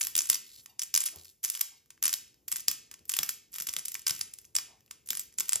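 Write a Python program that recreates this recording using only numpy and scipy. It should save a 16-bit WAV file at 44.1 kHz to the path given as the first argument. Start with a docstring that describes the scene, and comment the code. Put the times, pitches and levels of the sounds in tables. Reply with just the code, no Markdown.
"""In a small hard kitchen a hand-turned spice mill grinds in short strokes, close to one microphone.
From the start grains crack over finer grit, and the body thuds and is knocked. After the second stroke
loose grains settle, the mechanism ticks, a metal part rings faintly and the palm scuffs the body.
Strokes, ticks and scuffs then alternate to the end, over rumble and hiss. Noise bursts make the grains, shaped
noise the body and room, decaying sines the metal and the swing; a phase filter widens it to two channels."""
import sys
import numpy as np
from scipy import signal
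from scipy.fft import rfft, irfft, next_fast_len
from scipy.io import wavfile
from scipy.ndimage import uniform_filter1d

SR = 44100
rng = np.random.default_rng(int(sys.argv[2]) if len(sys.argv) > 2 else 0)


def wav_out(sig):
    """Save sig, one row per channel (or a flat mono array), as 16-bit PCM at SR to the path in sys.argv[1]."""
    wavfile.write(sys.argv[1], SR, np.round(np.clip(np.atleast_2d(sig).T, -1, 1) * 32767).astype(np.int16))


def amplitude_ratio(level_db):
    """Convert a level in decibels to the matching linear amplitude (field) ratio."""
    exponent = np.asarray(level_db, float) / 20
    return 10 ** exponent


N = 246959


def rms_one(x):
    """Scaled to rms 1."""
    return x / np.sqrt(np.mean(x ** 2) + 1e-20)


def at_hz(points, hz):
    """A table read on a log-frequency axis."""
    hz_points, values = np.transpose(points)
    return np.interp(np.log(hz + 1), np.log(hz_points + 1), values)


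def colour(x, spectrum):
    """Causal (minimum-phase) colouring with unit power gain on white noise."""
    size = 16384
    gain = rms_one(amplitude_ratio(at_hz(spectrum, np.fft.rfftfreq(size, 1 / SR))))
    cepstrum = irfft(np.log(gain))
    # folding the cepstrum forward in time gives minimum phase
    cepstrum[1:size // 2] *= 2
    cepstrum[size // 2 + 1:] = 0
    response = irfft(np.exp(rfft(cepstrum)))
    return signal.fftconvolve(x, response)[:len(x)]


def band(x, low_hz, high_hz):
    """Band-pass."""
    return signal.sosfilt(signal.butter(2, [low_hz, high_hz], "band", fs=SR, output="sos"), x)


def place(times, shapes):
    """Lays one short shape at each time."""
    out = np.zeros(N + shapes.shape[1])
    for s, shape in zip(times, shapes):
        at = max(round(s * SR), 0)
        out[at:at + len(shape)] += shape
    return out[:N]


def plateau(spans, in_db_per_s, out_db_per_s):
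    """Level in dB over time: each span ramps in before its start, holds, and ramps out after its end."""
    start, end, level_db = np.transpose(spans)[:, :, None]
    t = np.arange(0, N, 32) / SR
    ramp_in = in_db_per_s * np.maximum(start - t, 0)
    ramp_out = out_db_per_s * np.maximum(t - end, 0)
    each = level_db - ramp_in - ramp_out
    return np.interp(np.arange(N) / SR, t, each.max(axis=0))


# Rumble of the grip and the room, over time: start_s, level_db
HANDLING = [(0, -66), (.39, -78.5), (1.09, -73), (1.249, -82), (1.85, -78.5), (1.999, -74.5), (3.15, -71.5),
            (3.37, -74), (4.16, -72), (5.41, -74), (5.6, -67)]
# Spectrum of that rumble, relative density: pitch_hz, level_db (per Hz)
RUMBLE = [(25, -22), (45, 2), (85, 0.5), (200, -5.5), (450, -7.5), (600, -18.5), (1000, -23.5), (3000, -58)]
# Spectrum of the room hiss, relative density: pitch_hz, level_db (per Hz)
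AIR = [(300, -18.5), (1000, -15.5), (3000, -18), (7000, -4.5), (12000, -5.5), (14500, -6.5), (16000, -28)]
AIR_DB = -77.5  # rms level of the hiss


def air():
    """Low rumble that follows the grip, over a faint steady hiss."""
    # the first second is cut off, so that the colouring has settled
    rumble = rms_one(colour(rng.standard_normal(N + SR), RUMBLE)[SR:])
    hiss = rms_one(colour(rng.standard_normal(N + SR), AIR)[SR:])
    grip_db = np.interp(np.arange(N) / SR, *np.transpose(HANDLING))
    return amplitude_ratio(grip_db) * rumble + amplitude_ratio(AIR_DB) * hiss


# How long the small hard kitchen rings: pitch_hz, t60_s
KITCHEN_T60 = [(300, 0.78), (800, 0.26), (2100, 0.5), (5500, 0.39), (14000, 0.23)]


def kitchen(x, first_s=0.00081):
    """Dense reflections: noise dying band by band, after a short gap."""
    t, echo = np.arange(SR // 2) / SR, 0
    for hz in 125 * 2 ** np.arange(0, 7.1, .5):  # half-octave bands
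        noise = band(rng.standard_normal(len(t)), hz / 2 ** .25, hz * 2 ** .25)
        echo = echo + noise * amplitude_ratio(-60 * t / at_hz(KITCHEN_T60, hz))
    echo = echo * np.clip(t / first_s - 1, 0, 1)
    unit_energy = echo / np.sqrt(np.sum(echo ** 2))
    return signal.fftconvolve(x, unit_energy)[:N]


# Palm sliding on the body: start_s, end_s, level_db, low_edge_hz, high_edge_hz
SCUFF = [(.69, 0.73, -75, 750, 960), (1.135, 1.168, -63, 247, 1014), (1.72, 1.748, -76.5, 764, 1110),
         (4.686, 4.738, -69, 657, 1030)]
SCUFF_IN_DB_PER_S, SCUFF_OUT_DB_PER_S = 1501, 304.5


def scuff():
    """Skin friction: a short dull hiss."""
    out = 0
    for start, end, level_db, low_hz, high_hz in SCUFF:
        slide_db = plateau([(start, end, level_db)], SCUFF_IN_DB_PER_S, SCUFF_OUT_DB_PER_S)
        out = out + amplitude_ratio(slide_db) * rms_one(band(rng.standard_normal(N), low_hz, high_hz))
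    return out


# Hand knocks, the whole mill swings: start_s, level_db (before its soft rise)
SWINGS = [(1.161, -49.5), (3.005, -60), (4.1, -52.5), (4.206, -59.5), (4.556, -57), (5.552, -64)]
DEEP_HZ, DEEP_T60_S = 85, 0.21


def swings(rise_s=0.0043):
    """One deep decaying sine per hand knock: the whole mill swings."""
    s, level_db = np.transpose(SWINGS)[:, :, None]
    t = np.arange(16384) / SR
    swell = 1 - np.exp(-t / rise_s)
    swing = np.sin(2 * np.pi * DEEP_HZ * t) * swell * amplitude_ratio(level_db - 60 * t / DEEP_T60_S)
    return place(s[:, 0], swing)


# Jolts in the body as the burrs bite: start_s, level_db (before the soft rise)
THUDS = [(.157, -49.5), (.294, -48.5), (0.58, -61), (0.815, -62), (.952, -48.5), (1.162, -57), (1.442, -57),
         (1.746, -72), (2.047, -50.5), (2.523, -56.5), (2.675, -48), (3.004, -59.5), (3.183, -43.5),
         (3.603, -53), (3.68, -57), (3.76, -51.5), (4.1, -47), (4.205, -64), (4.556, -58), (5.1, -48.5),
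         (5.382, -53), (5.552, -58)]
THUD_T60_S = 0.11


def thuds(rise_s=0.0046, edge_hz=320):
    """Soft low pushes: dull noise that swells and dies."""
    s, level_db = np.transpose(THUDS)[:, :, None]
    t = np.arange(16384) / SR
    dull = rms_one(band(rng.standard_normal((len(s), len(t))), 39.0, edge_hz))
    pushes = dull * (1 - np.exp(-t / rise_s)) * amplitude_ratio(level_db - 60 * t / THUD_T60_S)
    return place(s[:, 0], pushes)


# A hard grain giving way knocks the body: start_s, peak_db
KNOCKS = [(.2983, -42.5), (.9515, -53.5), (2.6825, -51.5), (3.1884, -43.5), (3.7655, -61), (4.1075, -53),
          (4.5529, -49), (5.1043, -45), (5.4926, -62), (5.557, -41)]
KNOCK_T60_S, KNOCK_LOW_HZ, KNOCK_HIGH_HZ = 0.02, 123, 820


def knocks():
    """Short hollow knocks: a noise burst in the body's low range."""
    s, peak_db = np.transpose(KNOCKS)[:, :, None]
    t = np.arange(4096) / SR
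    dying = rng.standard_normal((len(s), len(t))) * amplitude_ratio(-60 * t / KNOCK_T60_S)
    burst = band(dying, KNOCK_LOW_HZ, KNOCK_HIGH_HZ)
    peak_one = burst / np.abs(burst).max(axis=1, keepdims=True)
    return place(s[:, 0], peak_one * amplitude_ratio(peak_db))


def strike(events, modes, soft_s, level_db):
    """Each touch rings every mode with a strength and a slight delay of its own, swelling in softly."""
    s, event_db = np.transpose(events)
    t, out = np.arange(1024) / SR, 0
    for hz, mode_db, t60 in modes:
        late, uneven = rng.random((len(s), 2)).T
        push = np.sin(2 * np.pi * hz * t) * np.exp(-t / soft_s) * 2 / (soft_s * SR)
        gain = amplitude_ratio(event_db + mode_db + level_db - 1.7 * uneven)
        force = place(s + soft_s * late, push * gain[:, None])
        # two-pole resonator: r is its decay per sample, w its pitch in radians per sample
        r, w = amplitude_ratio(-60 / (t60 * SR)), 2 * np.pi * hz / SR
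        out = out + signal.lfilter([0, np.sin(w)], [1, -2 * r * np.cos(w), r * r], force + 1e-18)
    return out


# Play taken up on turning back: start_s, level_db
TICKS = [(0.6593, -41.5), (1.9046, -43), (2.9137, -39), (2.9393, -42.5), (4.91, -34.5)]
# What the mechanism adds to a tick: pitch_hz, level_db (over the tick, before the lift in metal), t60_s
TICK_MODES = [(6370, -20, .015), (13600, -22, 0.031)]
# Metal part brushed: start_s, level_db (before the mode level and the cut in metal)
RINGS = [(0.6905, -44), (1.7652, -50)]
# Modes of that part: pitch_hz, level_db (relative), t60_s
RING_MODES = [(2800, -3, .05), (3680, -5, .04), (4630, 0, .05), (5650, -3, .05), (8020, -2, .04),
              (9600, -6, .04), (10770, -4, 0.036), (12370, -1, .06), (14000, -3, .06)]


def metal():
    """Decaying resonances of the ticking mechanism and of the brushed metal part."""
    mechanism = strike(TICKS, TICK_MODES, soft_s=.0004, level_db=13.0)
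    brushed = strike(RINGS, RING_MODES, soft_s=.005, level_db=-10.0)
    return mechanism + brushed


def ticks():
    """Rows for snaps: the dry tick of the mechanism on turning back."""
    low_db, high_db, ring_hz, ring_db = -9, -7, 6500, 4
    return [row + (low_db, high_db, ring_hz, ring_db) for row in TICKS]


def scattered(spans, per_s, over_db, spread_db, low_db, high_db, colour_db, ring_hz, ring_db):
    """Random failures inside the spans, as rows for snaps; ring_hz is a range."""
    rows = []
    for start, end, level_db in spans:
        even, normal = rng.random((40, 2)), rng.standard_normal((40, 3))
        s = start + np.cumsum(.2 + 2.4 * even[:, 0] ** 2) / per_s  # uneven gaps, per_s on average
        hz = ring_hz[0] * (ring_hz[1] / ring_hz[0]) ** even[:, 1]
        centre = [level_db + over_db, low_db, high_db]
        level, low, high = (centre + normal * [spread_db, colour_db, colour_db]).T
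        drawn = zip(s, level, low, high, hz, np.full(40, ring_db))
        rows += [row for row in drawn if row[0] < end]
    return rows


# Loose grains settling as the mill tilts back: start_s, end_s, level_db
SETTLING = [(0.439, 0.647, -53), (1.17, 1.24, -50.5), (1.251, 1.311, -54)]


def settling():
    """Rows for snaps: a quick random patter of loose grains."""
    return scattered(SETTLING, per_s=170, over_db=0, spread_db=3, low_db=-25, high_db=-5,
                     colour_db=2.2, ring_hz=(4508, 3910), ring_db=16)


# Turns of the wrist: start_s, end_s, level_db (pressure on the burrs, as level of the fine grit)
STROKES = [(0, .07, -43), (.15, .36, -52), (.79, .84, -70), (.94, 1.09, -50), (1.43, 1.62, -52.5),
           (2.025, 2.14, -48.5), (2.48, 2.61, -58), (2.68, 2.72, -70), (3.08, 3.31, -52),
           (3.52, 3.62, -53.5), (3.66, 3.8, -60), (3.84, 4.02, -78), (4.06, 4.24, -59), (4.31, 4.46, -74),
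           (4.55, 4.61, -55), (5.06, 5.22, -58), (5.38, 5.41, -47.5), (5.45, 5.6, -58)]
# What the mill radiates, relative density: pitch_hz, level_db (per Hz)
MILL = [(200, -33), (650, -34), (1100, -20), (1600, -19.5), (2400, -16), (3400, -16), (4200, -18),
        (5100, -9.5), (6500, -8), (8000, 0), (9400, 2), (11500, 4.5), (12600, 3), (14500, -6.5),
        (15800, -19.5), (16500, -41)]
BITE_DB_PER_S, EASE_DB_PER_S = 4000, 299.5  # pressure builds fast and eases off slower
SIFT_REL_DB = -12  # dust under the settling grains


def grit(per_s=2500, spread_db=3):
    """Dense small fractures of uneven size under the pressure of the stroke; dust sifts as grains settle."""
    broken = rng.random(N) < per_s / SR
    sizes = amplitude_ratio(spread_db * np.minimum(rng.exponential(1, N), 5)) * broken
    lasting = np.sqrt(signal.lfilter([1], [1, -.93], sizes ** 2))  # each dies over some samples
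    sifting = [(start, end, level_db + SIFT_REL_DB) for start, end, level_db in SETTLING]
    pressure_db = plateau(STROKES + sifting, BITE_DB_PER_S, EASE_DB_PER_S)
    return amplitude_ratio(pressure_db) * rms_one(colour(lasting * rng.standard_normal(N), MILL))


def chips():
    """Rows for snaps: small grains chipping at random during a stroke."""
    return scattered(STROKES, per_s=70.0, over_db=14.5, spread_db=3.5, low_db=-20, high_db=-6,
                     colour_db=4, ring_hz=(2000, 14000), ring_db=9.5)


# Single grains cracking: start_s, level_db,
# low_db (part under 3 kHz, relative), high_db (part over 10 kHz, relative), pitch_hz (of the ring)
CRACKS = [(0.014, -24, -17, -5.5, 6260), (0.0365, -27, -25, -6, 6200), (0.0693, -22, -16.5, -1, 11200),
          (0.153, -16.5, -22.5, -5, 3420), (0.164, -18.5, -22, -1, 10000), (.1779, -17.5, -22, -2.5, 10200),
          (0.1886, -16, -24.5, -5.5, 6000), (0.2063, -26.5, -11.5, -18.5, 6000),
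          (.2183, -27, -42, -12.5, 7000), (0.2395, -40, -10, -5.5, 9600), (0.255, -35.5, -14, -3.5, 6500),
          (.29, -30.5, -29.5, -14.5, 5740), (0.2992, -10.5, -19.5, -2, 9700), (0.3163, -31, -28, -29, 4930),
          (0.3292, -26, -12.5, -31, 3800), (0.3432, -23, -21, -2, 5800), (0.3543, -29, -13.5, -17, 4830),
          (.794, -23, -22, -6, 5920), (.798, -35, -15.5, -20, 5400), (0.8181, -24.5, -17, -4, 5600),
          (0.824, -28, -23, -12, 3190), (.832, -29.5, -20, -1.5, 7460), (0.9406, -17, -17.5, -1.5, 5700),
          (0.9508, -14.5, -22.5, -3, 6300), (0.9609, -16.5, -21, -11.5, 4900),
          (0.9757, -16, -18, -3.5, 9350), (1.0038, -26.5, -22, -26, 7300), (1.02, -28, -24, -4, 11670),
          (1.0381, -29.5, -16, -25.5, 9500), (1.056, -27, -24, -3, 12700), (1.061, -24.5, -24, -10, 9300),
          (1.0858, -43, -14, -18, 8530), (1.076, -33, -19, -9.5, 5840), (1.1596, -41, -19, 2, 10700),
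          (1.2459, -48, -29.5, 1, 5080), (1.2542, -45.5, -12, -12.5, 4480), (1.431, -39, -22, -1, 11400),
          (1.4382, -29.5, -24.5, -18, 6460), (1.4426, -25.5, -19, -1.5, 13200),
          (1.448, -22, -16.5, -21, 6200), (1.456, -27.5, -16, 0, 9200), (1.4796, -35.5, -14, -8.5, 6240),
          (1.4997, -20, -27, -1.5, 9700), (1.55, -29.5, -14.5, -19, 3250), (1.554, -32, -20, -4, 12800),
          (1.6093, -21, -19.5, -2.5, 13000), (1.8594, -62.5, -7, -3.5, 12270), (1.976, -74, 12, -13, 1650),
          (2.0265, -21.5, -13, 2.5, 6300), (2.0385, -22.5, -20, -19, 8600),
          (2.0426, -29.5, -6, -11.5, 10100), (2.0543, -21, -13, -17, 8700), (2.066, -23, -14.5, -8, 6200),
          (2.0789, -20, -17, -2, 11400), (2.0936, -27, -13, -9.5, 5900), (2.0998, -42, -7, -16.5, 8600),
          (2.129, -21.5, -18, -3, 9700), (2.137, -22, -22.5, -2.5, 4000), (2.279, -52.5, -20.5, -5, 3030),
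          (2.3428, -58, -13, -1, 4940), (2.4812, -32, -15, 2.5, 7776), (2.517, -23, -17.5, 0, 9360),
          (2.5235, -28, -12.5, -24, 8000), (2.5595, -24, -23.5, -10.5, 1610),
          (2.5662, -27.5, -15.5, -2.5, 13010), (2.6027, -35, -23, -4, 13090),
          (2.6826, -11.5, -20.5, -3, 5030), (2.7136, -22.5, -15, -1.5, 11600),
          (2.9913, -55, -12, -3.5, 4460), (3.0538, -48, -20, 0, 13800), (3.0937, -25.5, -19, -29, 7550),
          (3.097, -25, -14, -4, 13300), (3.1181, -24.5, -18, -0.5, 10770), (3.1384, -22, -16, -11.5, 3010),
          (3.166, -24, -12, -2, 12400), (3.1889, -15.5, -15.5, -2.5, 3470), (3.2088, -43, -20, 1, 2410),
          (3.2315, -26, -4.5, 4.5, 5750), (3.2911, -18, -23, -2, 1590), (3.3062, -42.5, -33, 10.5, 7000),
          (3.52, -58, -30, -11, 3020), (3.5405, -41, -10.5, 6, 5930), (3.5596, -36, -9, -15, 8650),
          (3.5839, -29.5, -10, -1, 10600), (3.601, -26.5, -21, -20, 1480), (3.6071, -32.5, -11, -3, 6000),
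          (3.6215, -26, -24, -2.5, 13000), (3.6697, -24.5, -18, -4, 12950), (3.6875, -30, -9.5, -21, 3300),
          (3.6914, -25, -20, -2.5, 5800), (3.7295, -35, -24, -1, 10290), (3.737, -28, -14, -3.5, 9470),
          (3.7653, -21.5, -13, -3, 3580), (3.7876, -31.5, -13, -9.5, 9200), (3.7928, -30.5, -21, -13, 6040),
          (3.8526, -30.5, -26, -2.5, 10400), (3.883, -24.5, -27, -3.5, 10600),
          (3.918, -30.5, -23, -0.5, 11000), (3.943, -27, -49, -0.5, 6150), (3.9525, -28, -9.5, -7.5, 2160),
          (3.9934, -36.5, -23, -4.5, 13570), (4.018, -45.5, -23, -13, 7650),
          (4.0664, -23, -12.5, -5.5, 5040), (4.078, -26, -12, -25, 8200), (4.082, -20.5, -20, -1.5, 6250),
          (4.0955, -24, -12.5, -17.5, 3670), (4.1072, -21.5, -13.5, -3, 5300), (4.1922, -36, -13, 1, 10770),
          (4.211, -23, -16, -11, 4850), (4.2354, -45, -27, -9, 9700), (4.3369, -34.5, -28, -3.5, 9800),
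          (4.3867, -37, -23, -4, 10800), (4.4152, -58, -15, 5, 8300), (4.445, -55, -11, 2, 2540),
          (4.4517, -47, -22, -10, 6300), (4.553, -23, -15, -11, 7630), (4.5641, -15, -21, -4.5, 5400),
          (4.5851, -30.5, -2.5, -4, 5300), (4.8058, -61.5, -7, 0.5, 6000), (4.862, -57, -17.5, 1, 4100),
          (4.8786, -65, -5, -10, 2670), (5.062, -50, -26, -8, 6800), (5.074, -41, -24, -1.5, 13100),
          (5.0875, -31, -19, -6, 10080), (5.1045, -17.5, -23, -1, 3600), (5.1311, -32.5, -9, 2, 1410),
          (5.1514, -28, -15.5, -3, 10770), (5.1703, -33, -13, -26, 9300), (5.1945, -26, -23.5, 0, 7800),
          (5.3253, -53.5, -19, -11, 1830), (5.34, -54, -21, -32, 6000), (5.3851, -24.5, -17.5, -10, 7150),
          (5.3979, -25, -25, 1, 6200), (5.405, -22.5, -11, -3.5, 7600), (5.4827, -35, -18, -1, 11300),
          (5.4929, -19, -19, -3, 7650), (5.5217, -27, -9.5, -13, 9500), (5.5319, -17.5, -16, -4, 8150),
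          (5.557, -21, -17, -14.5, 7500)]
CRACK_RING_DB = 11  # ring over the broad burst, as it beams


def cracks():
    """Rows for snaps: single grains cracking between the burrs."""
    return [row + (CRACK_RING_DB,) for row in CRACKS]


def fractures(count, lead_s, rise_s=0.0006, hold_s=0.0021, fall_s=0.00081, crumble_db=-20,
              crumble_s=0.015, uneven_db=4.5):
    """Spectra of grain failures: a creak under load, a clump of micro-fractures a few ms long, crumbling."""
    t = np.arange(1536) / SR - lead_s
    draw = rng.standard_normal((count, 3, len(t)))
    length = np.exp(0.45 * draw[:, 2, :1])
    snap = np.minimum(1, np.exp(-(t - hold_s * length) / fall_s))
    crumbling = amplitude_ratio(crumble_db) * np.exp(-t / crumble_s)
    after = np.clip(1 - np.exp(-t / rise_s), 0, 1) * (snap + crumbling)
    creak = amplitude_ratio(-30.0 + 2.8 * draw[:, 2, 1:2]) * np.exp(-np.abs(t) / 0.003)
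    lumps = uniform_filter1d(draw[:, 1], size=25, axis=1) * np.sqrt(25)  # fractures bunch up
    spectra = rfft(draw[:, 0] * (creak + after) * amplitude_ratio(uneven_db * lumps))
    # flattened over neighbouring bins: broadband
    return spectra / np.sqrt(uniform_filter1d(np.abs(spectra) ** 2, size=21, axis=1))


def snaps(events, width_hz=500, wall_share=0.15):
    """Each failure rings briefly at its own pitch and sounds through the mill in three parts."""
    s, level_db, low_db, high_db, ring_hz, ring_db = np.transpose(events)
    lead, hz = 256, np.fft.rfftfreq(1536, 1 / SR)
    spectra, heard = fractures(count=len(s), lead_s=lead / SR), []
    click = np.eye(1, 4096)[0]
    # the low part is flipped, so that it joins without a gap: level, edges in Hz, sign
    parts = [(low_db, 150, 3000, -1), (0, 3000, 10000, 1), (high_db, 10000, 19000, 1)]
    for share in (1, wall_share):  # the ring beams; the walls get little of it
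        peak = (amplitude_ratio(share * ring_db) - 1)[:, None]
        ring = 1 + peak / (1 + 2j * (hz - ring_hz[:, None]) / width_hz)
        bursts, out = irfft(spectra * ring)[:, :-64], 0
        bursts /= np.sqrt(np.mean(bursts[:, lead:lead + 128] ** 2, axis=1, keepdims=True))
        for part_db, low_hz, high_hz, sign in parts:
            # each part at its own level, whatever the mill lets through
            passed = np.sqrt(np.sum(colour(band(click, low_hz, high_hz), MILL) ** 2))
            force = place(s - .0007 - lead / SR, bursts * amplitude_ratio(level_db + part_db)[:, None])
            out = out + sign * band(force, low_hz, high_hz) / passed
        heard.append(colour(out, MILL))
    return heard


def scene():
    """Channel one is what left and right share, channel two what differs between them."""
    body = grit() + thuds() + swings() + knocks() + scuff()
    ringing = metal()
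    direct, spread = snaps(cracks() + ticks() + chips() + settling())
    to_walls = spread + body + amplitude_ratio(-0.5) * ringing
    shared = direct + body + ringing + amplitude_ratio(-10.0) * kitchen(to_walls) + air()
    apart = amplitude_ratio(-9.0) * kitchen(to_walls) + air()
    return np.array([shared, apart])


def band_limit(x):
    """A steep low-pass at the top of the band."""
    return signal.sosfilt(signal.butter(12, 16650, fs=SR, output="sos"), x)


# Phase curve of the stereo widening, left against right: pitch_hz, left_lead_rad
WIDENER_PHASE = [(60, .1), (900, .45), (1900, .05), (3550, .65), (4200, .4), (5050, .6), (5700, -1.4),
                 (6700, -.85), (7050, -1.1), (7500, -2.0), (8750, -3.2), (11200, -4.7), (13400, -6.25),
                 (16000, -6.3)]
# Level curve of the stereo widening: pitch_hz, left_minus_right_db
WIDENER_BALANCE = [(60, 0.5), (150, 1.0), (380, 0.5), (950, 2.0), (2380, 0.5), (5980, 0.0), (15000, 0.0)]
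# Gain on the room sound that left and right do not share: pitch_hz, level_db
APART_GAIN = [(60, -11.5), (300, -11.5), (700, 0.5), (1300, -3), (2000, -36.5), (5400, -8), (7000, -35),
              (8800, -17.5), (15000, -27.5)]
CUTOFF_HZ = 19000  # 40 dB down from here up


def record(dry):
    """A stereo widener shifts phase and a little level between left and right; both ends of the range are cut."""
    size = next_fast_len(N + 4096)
    hz = np.fft.rfftfreq(size, 1 / SR)
    shared, apart = rfft(dry, size)
    apart = apart * amplitude_ratio(at_hz(APART_GAIN, hz))
    # half of each difference goes to either channel
    lean = amplitude_ratio(at_hz(WIDENER_BALANCE, hz) / 2) * np.exp(.5j * at_hz(WIDENER_PHASE, hz))
    stereo = irfft([(shared + apart) * lean, (shared - apart) / lean], size)[:, :N]
    stereo = signal.sosfilt(signal.butter(3, 45.0, "high", fs=SR, output="sos"), stereo)
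    stereo = signal.sosfilt(signal.cheby2(8, 40, CUTOFF_HZ, fs=SR, output="sos"), stereo)
    return band_limit(stereo)


dry = scene()
out = record(dry)
wav_out(out)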